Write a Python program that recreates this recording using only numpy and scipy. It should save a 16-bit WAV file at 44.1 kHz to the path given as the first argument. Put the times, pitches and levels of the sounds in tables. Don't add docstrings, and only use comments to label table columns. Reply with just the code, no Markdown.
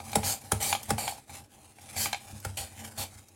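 import sys
import numpy as np
from scipy import signal
from scipy.fft import rfft, irfft, next_fast_len
from scipy.io import wavfile
from scipy.ndimage import uniform_filter1d, map_coordinates

SR = 44100
rng = np.random.default_rng(int(sys.argv[2]) if len(sys.argv) > 2 else 0)


def wrap_up_sound(samples):
    columns = np.atleast_2d(samples).T
    tamed = np.clip(columns, -1, 1)
    steps = np.round(tamed * 32767).astype(np.int16)
    wavfile.write(sys.argv[1], SR, steps)


N = 147735
T = np.arange(N) / SR
FFT_SIZE = next_fast_len(N + 8192)
HZ = np.fft.rfftfreq(FFT_SIZE, 1 / SR)

# (frequency [Hz], relative level [dB])
SHAKE_TONE = [(25, -14), (50, -13), (72, -5), (98, 6), (118, -11.5), (133, 1.5), (165, -28.5), (218, -2.5),
              (250, -14.5), (330, -13), (600, -89)]
# (frequency [Hz], relative level [dB])
BODY_TONE = [(150, -7.5), (340, -16.5), (470, -4.5), (650, -3.5), (1100, -11), (2500, -60)]
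# (frequency [Hz], width [Hz], lift [dB])
BODY_PEAK = [(810, 120, 12)]


def amp(db):
    return 10 ** (np.asarray(db) / 20)


def unit(x):
    return x / np.sqrt(np.mean(x ** 2) + 1e-20)


def filtered(x, gain):
    return irfft(rfft(x, FFT_SIZE) * gain, FFT_SIZE)[:N]


def coloured(x, tone, peaks=()):
    hz_points, db_points = np.transpose(tone)
    shape_db = np.interp(np.log(HZ + 1), np.log(hz_points), db_points)
    for hz, width, lift in peaks:
        shape_db = shape_db + lift / (1 + (2 * (HZ - hz) / width) ** 2)
    bass_cut = HZ ** 2 / (HZ ** 2 + 20 ** 2)
    return unit(filtered(x, amp(shape_db) * bass_cut))


def noise():
    return rng.standard_normal(N)


def wobble(rate):
    return map_coordinates(rng.standard_normal(2000), [T * rate], mode="wrap")


def grains(rate, spread_db):
    hits = rng.random(N) < rate / SR
    return hits * np.sign(noise()) * amp(spread_db * noise())


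def patchy(x):
    depth_db = 3.5
    spectrum = signal.stft(x, nperseg=1024)[2]
    field = rng.standard_normal(spectrum.shape)
    for _ in range(2):
        field = uniform_filter1d(field, size=5, axis=0)
        field = uniform_filter1d(field, size=7, axis=1)
    gain = amp(depth_db * np.minimum(unit(field), 1.4))
    return unit(signal.istft(spectrum * gain, nperseg=1024)[1][:N])


def strike(s, rise, t60):
    swell = np.exp(np.minimum(T - s, 0) / rise)
    return swell * amp(-60 * np.maximum(T - s, 0) / t60)


def ring(s, modes, rise):
    scatter_db = 1.2
    t = np.maximum(T - s, 0)
    on = (t > 0) & (t < .5)
    out, t = np.zeros(N), t[on]
    for hz, db, t60 in modes:
        decay = amp(db + scatter_db * rng.standard_normal() - 60 * t / t60)
        out[on] += decay * np.sin(2 * np.pi * hz * t) * (1 - np.exp(-t / rise))
    return out


def still_kitchen():
    # (frequency [Hz], relative level [dB])
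    floor_tone = [(30, 13), (90, -10.5), (300, 1), (800, -13.5), (3000, -23.5), (16000, -55)]
    return amp(-65) * coloured(noise(), floor_tone)


def room_answer(x):
    t60_s, low_hz = .2, 320
    t = T[:SR // 2]
    tail = rng.standard_normal(len(t)) * amp(-60 * t / t60_s) * (t > .003)
    wet = signal.fftconvolve(x, tail / np.linalg.norm(tail))[:N]
    return filtered(wet, HZ ** 2 / (HZ ** 2 + low_hz ** 2))


def smacks():
    # (time [s], level [dB])
    smack_hits = [(0.118, -38.5), (0.629, -25), (0.832, -35), (0.893, -43), (1.817, -49.5), (2.402, -45),
                  (2.129, -37), (2.574, -38), (3.286, -50)]
    # (frequency [Hz], relative level [dB])
    smack_tone = [(1000, -16.5), (4000, -11.5), (6300, -3), (8000, -8.5), (12000, -5.5), (16000, -13)]
    envelope = sum(amp(db) * strike(s, rise=0.0017, t60=0.04) for s, db in smack_hits)
    return envelope * patchy(coloured(noise(), smack_tone))


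def thumps():
    # (time [s], pitch [Hz], level [dB], lift of the upper modes [dB])
    thump_hits = [(0.167, 98.7, -27.5, 10), (0.526, 100, -25.5, -1), (0.912, 102.2, -29, 9.5),
                  (2.328, 98.4, -37.5, 4.5), (2.461, 96.2, -32, -4), (2.606, 90, -37.5, -13),
                  (2.991, 91.3, -36.5, -14), (3.154, 99.5, -45, -8)]
    # (multiple of the pitch [ratio], relative level [dB], t60 [s])
    bending_modes = [(.76, -3.5, 0.29), (0.998, 0, 0.33), (1.33, -14, 0.22), (1.8, -14, 0.16),
                     (2.17, -6, 0.17), (2.65, -8.5, 0.047)]
    upper_hz = 120
    out = np.zeros(N)
    for s, pitch, db, upper_db in thump_hits:
        modes = []
        for multiple, level, t60 in bending_modes:
            hz = multiple * pitch
            modes.append((hz, level + upper_db * (hz > upper_hz), t60))
        out += amp(db) * ring(s, modes, rise=.003)
    return out


def knocks():
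    # (time [s], body ring level [dB], deck ring level [dB], clack level [dB])
    knock_hits = [(.002, -34, -42, -43.5), (.131, -30, -33, -34), (.232, -31, -37, -37),
                  (.728, -20, -66, -22), (.7505, -27.5, -54, -30), (.982, -25, -33, -38),
                  (1.078, -23.5, -29.5, -27.5), (1.123, -31.5, -82, -55), (1.183, -40.5, -70, -75),
                  (1.295, -42.5, -45, -58), (1.785, -46, -50, -58), (2.058, -28, -30, -27),
                  (2.1305, -27, -27, -25), (2.1455, -33, -31.5, -33)]
    # (frequency [Hz], relative level [dB], t60 [s])
    body_modes = [(733, -7.5, 0.083), (818, 1.5, 0.052)]
    deck_modes = [(1132, -16.5, 0.022), (1564, -7, 0.071), (2230, -1.5, 0.038), (2357, 0.5, 0.036)]
    blade_modes = [(4225, -3, 0.072), (7420, -3.5, 0.057), (9830, 2, 0.037)]
    # (frequency [Hz], relative level [dB])
    clack_tone = [(300, -6), (600, -22), (800, 7), (1150, 5), (1800, -2), (2350, 10), (2800, 1.5),
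                  (3200, 6.5), (4400, 1.5), (5400, -4), (7000, 0.5), (10000, -33), (16000, -43)]
    blade_db, rattle_db = -9.5, -23.5
    rings, clack = np.zeros((2, N))
    for s, body_db, deck_db, clack_db in knock_hits:
        rings += amp(body_db) * ring(s, body_modes, rise=0.00074)
        rings += amp(deck_db) * ring(s, deck_modes, rise=0.00085)
        rings += amp(clack_db + blade_db) * ring(s, blade_modes, rise=0.00058)
        rattle = amp(rattle_db) * strike(s, rise=0.0003, t60=0.27)
        clack += amp(clack_db) * (strike(s, rise=0.00057, t60=0.026) + rattle)
    return rings + clack * patchy(coloured(noise(), clack_tone))


def thud(s):
    start_hz, end_hz, fall_s, t60_s = 854, 102.6, 0.00677, .12
    dip_hz, dip_width_hz = 325, 110
    t = np.maximum(T - s, 0)
    cycles = end_hz * t + (start_hz - end_hz) * fall_s * (1 - np.exp(-t / fall_s))
    tone = np.sin(2 * np.pi * cycles) * amp(-60 * t / t60_s) * (1 - np.exp(-t / 0.0018))
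    b, a = signal.iirnotch(dip_hz, dip_hz / dip_width_hz, SR)
    return signal.lfilter(b, a, tone)


def slaps():
    # (time [s], wet slap [dB], hollow clop [dB], falling thud [dB], lift of upper clop modes [dB])
    landings = [(0.1573, -17.5, -14.5, -21, -2.5), (0.5205, -19.5, -18.5, -23, -8),
                (0.9062, -20, -20.5, -20.5, -7), (2.4507, -28.5, -34.5, -35, 13)]
    # (frequency [Hz], relative level [dB])
    wet_tone = [(300, -31), (1300, 7), (2300, -3), (2800, -3.5), (3500, 0), (5400, -3.5), (7500, 0),
                (10000, 4.5), (12000, -7), (16000, -9.5)]
    flesh_tone = [(50, -34), (130, 6), (220, 2), (450, 6.5), (900, 10.5), (1400, -33), (2200, -1),
                  (5000, -38)]
    # (frequency [Hz], relative level [dB], t60 [s])
    clop_modes = [(439, -19, 0.27), (583, -19, 0.016), (817, -1, 0.055), (1397, -8, 0.046)]
    rise_s, splash_db, flesh_db = 0.0018, -19, -13.5
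    upper_hz, lead_s = 1150, 0.00164
    wet, flesh, clop = np.zeros((3, N))
    for s, wet_db, clop_db, thud_db, upper_db in landings:
        splash = amp(splash_db) * strike(s, rise_s, t60=0.21)
        wet += amp(wet_db) * (strike(s, rise_s, t60=0.024) + splash)
        flesh += amp(wet_db + flesh_db) * strike(s, rise=0.00032, t60=0.19)
        modes = [(hz, db + upper_db * (hz > upper_hz), t60) for hz, db, t60 in clop_modes]
        clop += amp(clop_db) * ring(s - lead_s, modes, rise=0.0013)
        clop += amp(thud_db) * thud(s - lead_s)
    crack = wet * patchy(coloured(noise(), wet_tone))
    return crack + flesh * coloured(noise(), flesh_tone) + clop


def sliding():
    # (time [s], level [dB])
    slide_course = [(0, -45.5), (.04, -46.5), (.14, -39.5), (.22, -41), (.4, -49.5), (.46, -46),
                    (.5, -50.5), (.58, -48.5), (.875, -47.5), (.893, -32), (.94, -52), (1.17, -47.5),
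                    (1.26, -65.5), (1.3, -44.5), (1.35, -47), (1.42, -48), (1.49, -66.5), (1.56, -52.5),
                    (1.7, -56), (1.75, -64), (1.83, -51), (1.87, -51.5), (1.93, -45.5), (2.1, -46.5),
                    (2.2, -52.5), (2.29, -47.5), (2.435, -51.5), (2.49, -47), (2.56, -56), (2.66, -55.5),
                    (2.785, -47.5), (2.82, -42), (2.95, -51), (3.1, -52.5), (3.22, -55), (3.26, -64),
                    (3.35, -58)]
    # (frequency [Hz], relative level [dB])
    rub_tone = [(200, -13), (500, -12.5), (1200, -4.5), (2400, -2.5), (2800, -5), (4200, -4.5), (5400, -7),
                (6800, -3), (9800, -1), (12000, -8), (16000, -15.5)]
    rub_db, stick_db = -4, -9.5
    rumble_db, rumble_follows = -55, 0.9
    db = np.interp(T, *np.transpose(slide_course))
    rub = patchy(coloured(grains(4000, spread_db=3), rub_tone)) * amp(db + rub_db + 2.9 * wobble(60))
    hum = coloured(noise(), BODY_TONE, BODY_PEAK) * amp(db + stick_db + 1.5 * wobble(40))
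    judder = ring(2.787, [(223, -43.5, 0.76)], rise=0.0077)
    shaking = coloured(noise(), SHAKE_TONE) * amp(rumble_db + rumble_follows * (db - db.mean()))
    return rub + hum + judder + shaking


def cut_levels():
    # (time at half the attack [s], length [s], attack [s], level [dB],
    # tearing flesh over that [dB], hollow body over that [dB], swell at the potato's widest [dB],
    # change from start to end [dB], release [dB/s])
    cuts = [(0.236, 0.11, 0.017, -36, -9, -6.5, 6.5, -1.5, 480),
            (0.603, 0.15, 0.0038, -38.5, -4.5, -3.5, 8.5, -3, 324),
            (0.983, 0.11, 0.011, -33, -9.5, -6.5, -3.5, -5, 255),
            (1.961, 0.12, 0.0087, -41.5, -3, -5.5, 10, -1, 398),
            (2.571, 0.068, 0.0034, -36.5, -5, -6.5, 1, -7, 244),
            (2.975, 0.068, 0.0093, -42.5, -3.5, -3, 6.5, 0.5, 468)]
    flatness = 3.45
    fizz_db, fizz_swell = -16.5, 2.34
    crunch_swell = 0.29
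    shake_db, shake_swell = -8.5, 0.59
    levels = np.zeros((5, N))
    for s, length, attack, db, flesh_db, body_db, swell_db, change_db, release in cuts:
        progress = np.clip((T - s) / length, 0, 1)
        swell = swell_db * (1 - abs(2 * progress - 1) ** flatness)
        push = crunch_swell * swell
        bite = np.clip((T - s) / attack + .5, 0, 1)
        letting_go_db = release * np.maximum(T - s - length, 0)
        force = amp(db + change_db * progress - letting_go_db) * bite
        levels += force * amp([swell, fizz_swell * swell + fizz_db, push + flesh_db,
                               push + body_db, shake_swell * swell + shake_db])
    return levels


def burst_cells():
    spread_db = 2.5
    fibres = amp(-11) * unit(grains(450, spread_db))
    return lambda: unit(grains(13000, spread_db)) + fibres


def blade():
    # (frequency [Hz], relative level [dB])
    hiss_tone = [(500, -39), (2000, -7), (3300, -10), (4500, 5), (5400, -3), (7000, 4), (9700, 2.5),
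                 (11000, -2), (13000, -1), (16000, -18)]
    fizz_tone = [(4000, -43), (8000, -15), (10000, 2), (13000, -1), (16000, -0.5)]
    crunch_tone = [(400, -51), (1150, -14.5), (2400, -7), (2800, -11), (3200, -3.5), (4500, -24),
                   (7000, -40), (16000, -32)]
    # (frequency [Hz], width [Hz], lift [dB])
    deck_peaks = [(1530, 200, 3), (2380, 220, 6)]
    cells = burst_cells()
    waver = amp(.6 * wobble(140))
    hiss = patchy(coloured(cells(), hiss_tone)) * waver
    fizz = patchy(coloured(cells(), fizz_tone)) * waver
    crunch = patchy(coloured(cells(), crunch_tone, deck_peaks)) * amp(1.5 * wobble(120))
    body = coloured(cells(), BODY_TONE, BODY_PEAK)
    shaking = coloured(noise(), SHAKE_TONE)
    return np.sum(cut_levels() * [hiss, fizz, crunch, body, shaking], axis=0)


def scene():
    near = smacks() + thumps() + knocks() + slaps() + sliding() + blade()
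    mono = still_kitchen() + amp(-12) * room_answer(near) + near
    return np.array([mono, mono])


def record(dry):
    low_cut_hz, top_hz = 53, 16000
    bass_cut = signal.butter(2, low_cut_hz, "high", fs=SR, output="sos")
    dry = signal.sosfilt(bass_cut, dry)
    return np.array([filtered(channel, HZ < top_hz) for channel in dry])


dry = scene()
out = record(dry)
wrap_up_sound(out)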